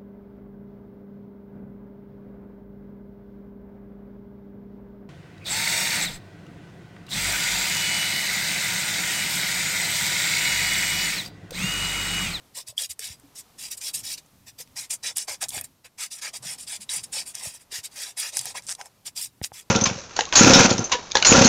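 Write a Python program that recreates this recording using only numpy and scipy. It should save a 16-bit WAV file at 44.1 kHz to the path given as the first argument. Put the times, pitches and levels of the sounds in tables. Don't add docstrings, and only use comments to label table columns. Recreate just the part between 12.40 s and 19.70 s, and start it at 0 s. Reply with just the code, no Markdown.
import sys
import numpy as np
from scipy import signal
from scipy.fft import rfft, irfft, next_fast_len
from scipy.io import wavfile
from scipy.ndimage import uniform_filter1d, map_coordinates

SR = 44100
rng = np.random.default_rng(int(sys.argv[2]) if len(sys.argv) > 2 else 0)


def magnitude_from_level(level_db):
    exponent = np.asarray(level_db, float) / 20
    return 10 ** exponent


def wav_out(sig):
    wavfile.write(sys.argv[1], SR, np.round(np.clip(np.atleast_2d(sig).T, -1, 1) * 32767).astype(np.int16))


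N = 321930

# start_s, length_s, peak_db (before the layer gains), rise_share (0-1 of the length),
# bite_db (of the fine grit, before its growth factor)
STROKES = [(0.132, 0.1342, -34.5, 0.36, -2), (0.254, 0.104, -39, 0.29, 1), (0.359, 0.1487, -29, 0.3, 0.5),
           (0.479, 0.0885, -35, 0.43, 3), (0.581, 0.079, -39, 0.08, 4.0),
           (0.593, 0.1944, -34.5, 0.27, -5.5), (0.937, 0.1152, -38, 0.63, -0.5),
           (1.167, 0.173, -35, 0.41, -3.0), (1.291, 0.0906, -30, 0.66, 0.5), (1.357, 0.077, -39, 0.28, 2.5),
           (1.394, 0.1482, -28.5, 0.79, -1.5), (1.522, 0.1346, -31.5, 0.19, 2.0),
           (1.62, 0.1762, -30.5, 0.55, -3), (1.758, 0.0825, -39.5, 0.25, -10),
           (2.047, 0.1032, -45, 0.37, -6.5), (2.17, 0.1005, -36.5, 0.4, -4),
           (2.345, 0.1594, -34.5, 0.24, -2), (2.488, 0.1104, -26.5, 0.11, 5.5),
           (2.615, 0.148, -29.5, 0.31, -5), (2.745, 0.1402, -31.5, 0.2, 1.5),
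           (2.862, 0.1388, -30, 0.18, -5.5), (2.996, 0.102, -30, 0.31, -2.5),
           (3.074, 0.0854, -44, 0.01, 11.5), (3.098, 0.1466, -34.5, 0.69, 2.5),
           (3.197, 0.069, -48, 0.08, -6), (3.224, 0.0799, -45, 0.24, 6), (3.428, 0.09, -47.5, 0.22, -4.5),
           (3.566, 0.1492, -31.5, 0.42, -3), (3.694, 0.1154, -36, 0.25, 2.0),
           (3.748, 0.0992, -43.5, 0.43, -2.5), (3.8, 0.1424, -31.0, 0.42, -7),
           (3.919, 0.1025, -33.5, 0.4, -1), (4.009, 0.1889, -33.0, 0.5, -1.5),
           (4.165, 0.1306, -42, 0.17, 5), (4.255, 0.1624, -33, 0.48, 0.5), (4.389, 0.0899, -39, 0.67, 5.5),
           (4.478, 0.1742, -30, 0.32, 2), (4.619, 0.0834, -39, 0.23, 5.5), (4.708, 0.1662, -30.5, 0.42, 2),
           (4.844, 0.1246, -41, 0.09, 4), (4.926, 0.2384, -36.5, 0.56, -2),
           (5.007, 0.142, -40.5, 0.18, 7.5), (5.101, 0.1233, -46, 0.41, 2),
           (5.178, 0.0982, -51.5, 0.47, 0.5), (5.297, 0.1494, -30.5, 0.4, -5),
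           (5.42, 0.0882, -30.5, 0.56, 1), (5.497, 0.192, -45.5, 1, -1), (5.539, 0.2242, -34, 0.41, -1),
           (5.754, 0.1964, -30, 0.43, 0), (5.906, 0.1902, -35, 0.31, -1), (6.028, 0.1433, -35.5, 0.3, -1.5),
           (6.13, 0.1093, -34.0, 0.38, -8.5), (6.208, 0.099, -53.5, 0.41, 3),
           (6.254, 0.1355, -39, 0.4, 1.5), (6.367, 0.1044, -48, 0.55, -6), (6.419, 0.1044, -53, 0.49, -1.5),
           (6.639, 0.0985, -33, 0.34, -1.5), (6.742, 0.178, -32, 0.22, 1.5),
           (7.011, 0.1028, -35.5, 0.31, -3), (7.115, 0.1521, -42.5, 0.46, -5)]
# time_s, weight_db (on the pad), hollow_db (hollow against paper back),
# tilt_db (treble against the lower scratch, from the smoothness of the metal)
PLACE = [(0.15, -6.5, 9, -4.5), (0.5, -2, 1, -4), (0.97, -9.5, -6.5, 1.5), (1.46, -6, -4.5, -1.5),
         (1.95, -6, 4.5, 0), (2.43, 3, -1, 2), (2.7, 1, -0.5, 3), (2.95, 3, 3.5, 0), (3.2, 12.5, 4, -5.5),
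         (3.6, 2, -3.5, 0), (3.9, 1.5, 2.5, 1.5), (4.38, 2, -3, -3.5), (4.75, 6, -0.5, -2),
         (5.0, 3.5, 4, -1.5), (5.35, -2.5, -3.5, -2), (5.84, 5, -2.5, -1.5), (6.0, 5, 9, -4.5),
         (6.17, 6, 8.5, 1), (6.3, 3, -2, 2.5), (6.43, 10.5, 16.5, 9.5), (6.7, -2, 0, -3), (7.1, -4, -4, 0)]
# frequency_hz, relative_density_db (per Hz)
COARSE_SPECTRUM = [(1200, -58), (2000, -19), (2900, -13), (3200, -9.5), (4200, -6.5), (4750, -2),
                   (6000, -4.5), (7000, -4), (9000, -12.5), (11000, -11.5), (14700, -16)]
# frequency_hz, relative_density_db (per Hz)
FINE_SPECTRUM = [(5000, -44.5), (7000, 3), (8300, 4), (10300, 2), (12300, -2), (14700, -7)]
# frequency_hz, relative_density_db (per Hz)
BACKING_SPECTRUM = [(800, -50), (1250, -2.5), (1600, -4.5), (1850, 0.5), (2500, 1), (3500, -13.5),
                    (6000, -53.5)]
# frequency_hz, relative_density_db (per Hz)
HOLLOW_SPECTRUM = [(200, -29.5), (400, -7), (550, -5), (700, -10), (1000, 4), (1300, -12), (2000, -39.5)]
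# centre_hz, width_hz, level_db (relative to the direct scratch)
RESONANCES = [(671.7, 100, 7), (3547, 120, -31), (4826, 35, -7), (6266, 75, -8.5), (7110, 100, -31),
              (8300, 240, -12.5), (9117, 50, 0), (9230, 140, -11), (10480, 90, -30)]
# time_s, peak_db, pitch_hz, knock_db (before a common offset)
SNAPS = [(0.592, -19, 7200, -25.5), (0.7975, -41.5, 8480, -16.5), (1.3155, -18, 10500, -44),
         (1.8609, -44, 6960, -15), (2.2742, -46.5, 4310, -21), (2.7691, -8.5, 10350, -31),
         (2.7813, -12.5, 8410, -47.5), (2.8023, -32, 4710, -20.5), (3.028, -20.5, 4660, -29.5),
         (3.0382, -19, 4730, -33.5), (3.0846, -21, 6860, -41.5), (3.0903, -17.5, 7570, -49),
         (3.1043, -26, 4760, -39.5), (3.1779, -24, 4670, -6), (3.2108, -14.5, 9770, -20.5),
         (4.4917, -23.5, 3820, -36.5), (4.9516, -16.5, 7000, -30), (5.0709, -35, 4750, -20),
         (5.9691, -7.5, 7180, -25.5), (5.9824, -16.5, 8420, -40.5), (5.9909, -13, 6380, -41.5),
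         (6.0119, -20, 7850, -27), (6.0549, -18.5, 11100, -17.5), (6.2217, -37, 6100, -25),
         (6.2359, -42, 7250, -31), (6.2667, -25.5, 6470, -37), (6.3497, -26.5, 6080, -28),
         (6.403, -39.5, 3950, -13), (6.4119, -24, 4760, -16.5), (6.4571, -31, 7850, -17.5),
         (7.0137, -37, 1670, 9.5), (7.0391, -17.5, 4800, -31), (7.0443, -14, 5140, -28.5)]
# centre_s, peak_db, pitch_hz, length_ms (between the 1/e points)
SQUEAKS = [(0.3808, -14.5, 3264, 3.34), (0.391, -29, 3510, 7.4), (0.422, -26, 4330, 3),
           (4.495, -27.5, 3870, 5.7)]
# start_s, level_db (before rise and decay), pitch_hz, t60_s
BUMPS = [(0.289, -52.5, 115.5, 0.113), (0.325, -48, 600, 0.051), (0.492, -53, 73.5, 0.086),
         (0.594, -45.5, 444.6, 0.073), (0.702, -37, 82.4, 0.0252), (0.836, -45.5, 280, 0.22),
         (2.2, -43.5, 486.6, 0.0545), (2.901, -52.5, 90, 0.045), (3.172, -32.5, 331, 0.0202),
         (3.999, -53, 127.8, 0.4), (4.056, -45.5, 178, 0.07), (4.391, -52.5, 204.7, 0.175),
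         (4.569, -50, 172, 0.091), (5.069, -35, 129.6, 0.022), (5.325, -42.5, 397, 0.035),
         (5.385, -46, 126.7, 0.0335), (7.0155, -10.5, 200, 0.0036), (7.119, -28, 806, 0.0074),
         (7.119, -54, 151, 0.026), (5.991, -53, 130.4, 0.27)]
# time_s, gain_db
SHADE = [(0.2, 1.5), (1.5, 0.5), (2.2, 3.5), (2.7, -7.5), (3.2, 3), (3.6, -3), (4.7, -7), (5.2, -0.5),
         (5.8, -2), (6.3, -5), (6.8, 2)]
# frequency_hz, gain_db
MICROPHONE = [(10600, 0.5), (11250, -6), (11900, -0.5), (15000, -5)]
# frequency_hz, relative_density_db (per Hz)
AIR_SPECTRUM = [(15, -39), (25, 2), (114, 4), (344, 0.5), (1070, -1), (1610, -8), (1890, -8), (4740, -8),
                (5730, -8.5), (6920, -10.5), (14800, -13), (16000, -39)]
# time_s, level_db (before its random wobble)
RUMBLE = [(0.0, -68.5), (0.73, -66.5), (2.11, -64.5), (2.93, -63), (3.03, -59.5), (4.35, -65.5),
          (4.59, -60.5), (4.8, -59.5), (5.2, -63.5), (5.53, -91), (5.85, -74), (6.12, -64.5), (6.53, -63),
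          (7.3, -69.5)]
# frequency_hz, relative_density_db (per Hz)
RUMBLE_SPECTRUM = [(30, -15.0), (80, -0.5), (130, 2.0), (180, -3.5), (270, -4.5), (450, -25)]


def rubbing():
    start, length, peak_db, _, bite_db = np.transpose(STROKES)
    place_s, *place = np.transpose(PLACE)
    weight_db, hollow_db, tilt_db = [np.interp(start + length / 2, place_s, column) for column in place]
    body_db = weight_db - 0.909 * bite_db - 0.216 * (peak_db + 34)
    tilt_db = tilt_db + 0.15 * bite_db
    coarse = magnitude_from_level(-1.0) * grains(COARSE_SPECTRUM, spread_db=1.64, clump_db=1.2752, broad_db=2.0, narrow_db=4.0)
    upper = filtered(coarse, lambda hz: 1 / (1 + (5000 / (hz + 1)) ** 14))
    fine = grains(FINE_SPECTRUM, spread_db=-1.5, clump_db=2.5, broad_db=2.5, narrow_db=2.0)
    backing = grains(BACKING_SPECTRUM, spread_db=1.15, clump_db=1.3, broad_db=-0.5, narrow_db=3.5)
    hollow = grains(HOLLOW_SPECTRUM, spread_db=1.93, clump_db=2.5, broad_db=0.5, narrow_db=4.5)
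    strength = hand([tilt_db / 2,
                     -tilt_db / 2,
                     -4 + 1.28 * bite_db,
                     -17.5 + body_db - hollow_db / 2,
                     -21.5 + body_db + hollow_db / 2])
    return np.sum(strength * [upper, coarse - upper, fine, backing, hollow], axis=0)


def hand(gains_db):
    start_s, start_power = 0.02088, 3.24
    stop_s, stop_power = 0.05505, 3.296
    climb_db, sag_db, crest_power = 8, 14.5, 1.114
    power = np.zeros((len(gains_db), N))
    for (start, length, peak_db, rise, _), gain_db in zip(STROKES, np.transpose(gains_db)):
        t = np.arange(round(length * SR)) / SR
        before = np.clip(1 - t / length / rise, 0, 1)
        after = np.clip((t / length - rise) / (1 - rise + 1e-3), 0, 1)
        starting = np.clip(t / start_s, 0, 1) ** start_power
        stopping = np.clip((length - t) / stop_s, 0, 1) ** stop_power
        press_db = peak_db - climb_db * before ** crest_power - sag_db * after ** crest_power
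        stroke = np.outer(magnitude_from_level(gain_db), starting * stopping * magnitude_from_level(press_db))
        power[:, round(start * SR):][:, :len(t)] += stroke ** 2
    return np.sqrt(power)


def grains(spectrum, spread_db, clump_db, broad_db, narrow_db):
    hits = patchy(rng.standard_normal(N), size=1024, db=narrow_db)
    clumps = wobble(rate=220) + wobble(rate=35)
    hits = hits * magnitude_from_level(spread_db * rng.exponential(size=N) + clump_db * clumps)
    hits = patchy(hits, size=256, db=broad_db)
    return unit(filtered(hits, lambda hz: magnitude_from_level(along(spectrum, hz)) * casting(hz)))


def patchy(x, size, db):
    bands = signal.stft(x, nperseg=size)[2]
    field = uniform_filter1d(rng.standard_normal(bands.shape), size=3, axis=0)
    field = uniform_filter1d(field, size=6, axis=1)
    return signal.istft(bands * magnitude_from_level(db * unit(field)), nperseg=size)[1][:N]


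def casting(f):
    rings = [magnitude_from_level(db) * 1j * f * width / (centre ** 2 - f * f + 1j * f * width)
             for centre, width, db in RESONANCES]
    return 1 + sum(rings)


def snaps():
    out, t = np.zeros(N + SR), np.arange(2048) / SR
    f = np.fft.rfftfreq(len(t), 1 / SR)
    catches = SNAPS + chatter()

    def hump(hz, steep_db):
        return magnitude_from_level(-steep_db * np.log2((f + 1) / hz) ** 2)

    decay = magnitude_from_level(-60 * t / 0.0087) + 0.277 * magnitude_from_level(-60 * t / 0.0308)
    envelope = decay * (1 - np.exp(-t / 0.00017))
    for (s, db, hz, knock_db), noise in zip(catches, rng.standard_normal((len(catches), len(t)))):
        colour = hump(hz, steep_db=14) + magnitude_from_level(knock_db + 12.5) * hump(1295, steep_db=8.5)
        crack = unit(irfft(rfft(noise) * colour)) * envelope
        start = round((s + .0006) * SR)
        out[start:][:len(t)] += magnitude_from_level(db) * crack / np.abs(crack).max()
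    return out[:N]


def chatter(count=8):
    start_s, gap_s = 6.286, 0.0054
    peak_db, pitch_hz, knock_db = -20.5, 6300, -20
    uneven = rng.standard_normal((count, 3)) * [.1, 2.5, .05]
    return [(start_s + gap_s * (k + late), peak_db + louder_db, pitch_hz * (1 + sharper), knock_db)
            for k, (late, louder_db, sharper) in enumerate(uneven)]


def squeaks():
    t, out = np.arange(N) / SR, np.zeros(N)
    for s, db, hz, ms in SQUEAKS:
        envelope = np.exp(-((t - s) * 2000 / ms) ** 2)
        out += magnitude_from_level(db) * envelope * np.sin(2 * np.pi * hz * t)
    return out


def bumps():
    out, t = np.zeros(N + SR), np.arange(SR // 4) / SR
    for s, db, hz, t60 in BUMPS:
        rise = 1 - np.exp(-t / (0.0127 * t60))
        out[round(s * SR):][:len(t)] -= magnitude_from_level(db - 60 * t / t60) * np.sin(2 * np.pi * hz * t) * rise
    return out[:N]


def shaded(x):
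    top = filtered(x, lambda hz: 1 / (1 + (11010 / (hz + 1)) ** 30))
    return x + (magnitude_from_level(curves(SHADE)[0]) - 1) * top


def walls(x):
    t = np.arange(SR // 4) / SR
    tail = rng.standard_normal(len(t)) * magnitude_from_level(-60 * t / 0.01743)
    return signal.fftconvolve(x, tail / np.linalg.norm(tail))[:N]


def bass_cut(f, hz=75, damping=0.504):
    return -f * f / (hz * hz - f * f + 1j * damping * hz * f)


def garage():
    air = unit(filtered(rng.standard_normal(N), lambda hz: magnitude_from_level(along(AIR_SPECTRUM, hz))))
    low = unit(filtered(rng.standard_normal(N), lambda hz: magnitude_from_level(along(RUMBLE_SPECTRUM, hz))))
    air_db = -62.5 + 2.985 * wobble(rate=2.915)
    low_db = curves(RUMBLE)[0] + 3.65 * wobble(rate=5.6)
    return magnitude_from_level(air_db) * air + magnitude_from_level(low_db) * low


def unit(x):
    return x / np.sqrt(np.mean(x ** 2) + 1e-20)


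def along(points, hz):
    f, v = np.transpose(points)
    return np.interp(np.log(hz + 1), np.log(f + 1), v)


def curves(rows):
    s, *columns = np.transpose(rows)
    return [np.interp(np.arange(N) / SR, s, column) for column in columns]


def wobble(rate):
    knots = rng.standard_normal(int(N * 400 / SR) + 4)
    return map_coordinates(knots, [np.arange(N) * rate / SR])


def filtered(x, response):
    m = next_fast_len(N + SR // 2)
    return irfft(rfft(x, m) * response(np.fft.rfftfreq(m, 1 / SR)), m)[..., :N]


def scene():
    near = shaded(rubbing() + snaps()) + squeaks() + bumps()
    near = near + magnitude_from_level(-7.5) * walls(near)
    near = filtered(near, lambda hz: magnitude_from_level(along(MICROPHONE, hz)) * bass_cut(hz))
    return (near + garage())[None]


def top_cut(x):
    return signal.sosfilt(signal.butter(12, 16310, fs=SR, output="sos"), x)


def record(dry):
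    limited = filtered(dry, lambda hz: 1 / (1 + (hz / 15630) ** 60))
    return top_cut(limited)


dry = scene()
out = record(dry)
wav_out(out)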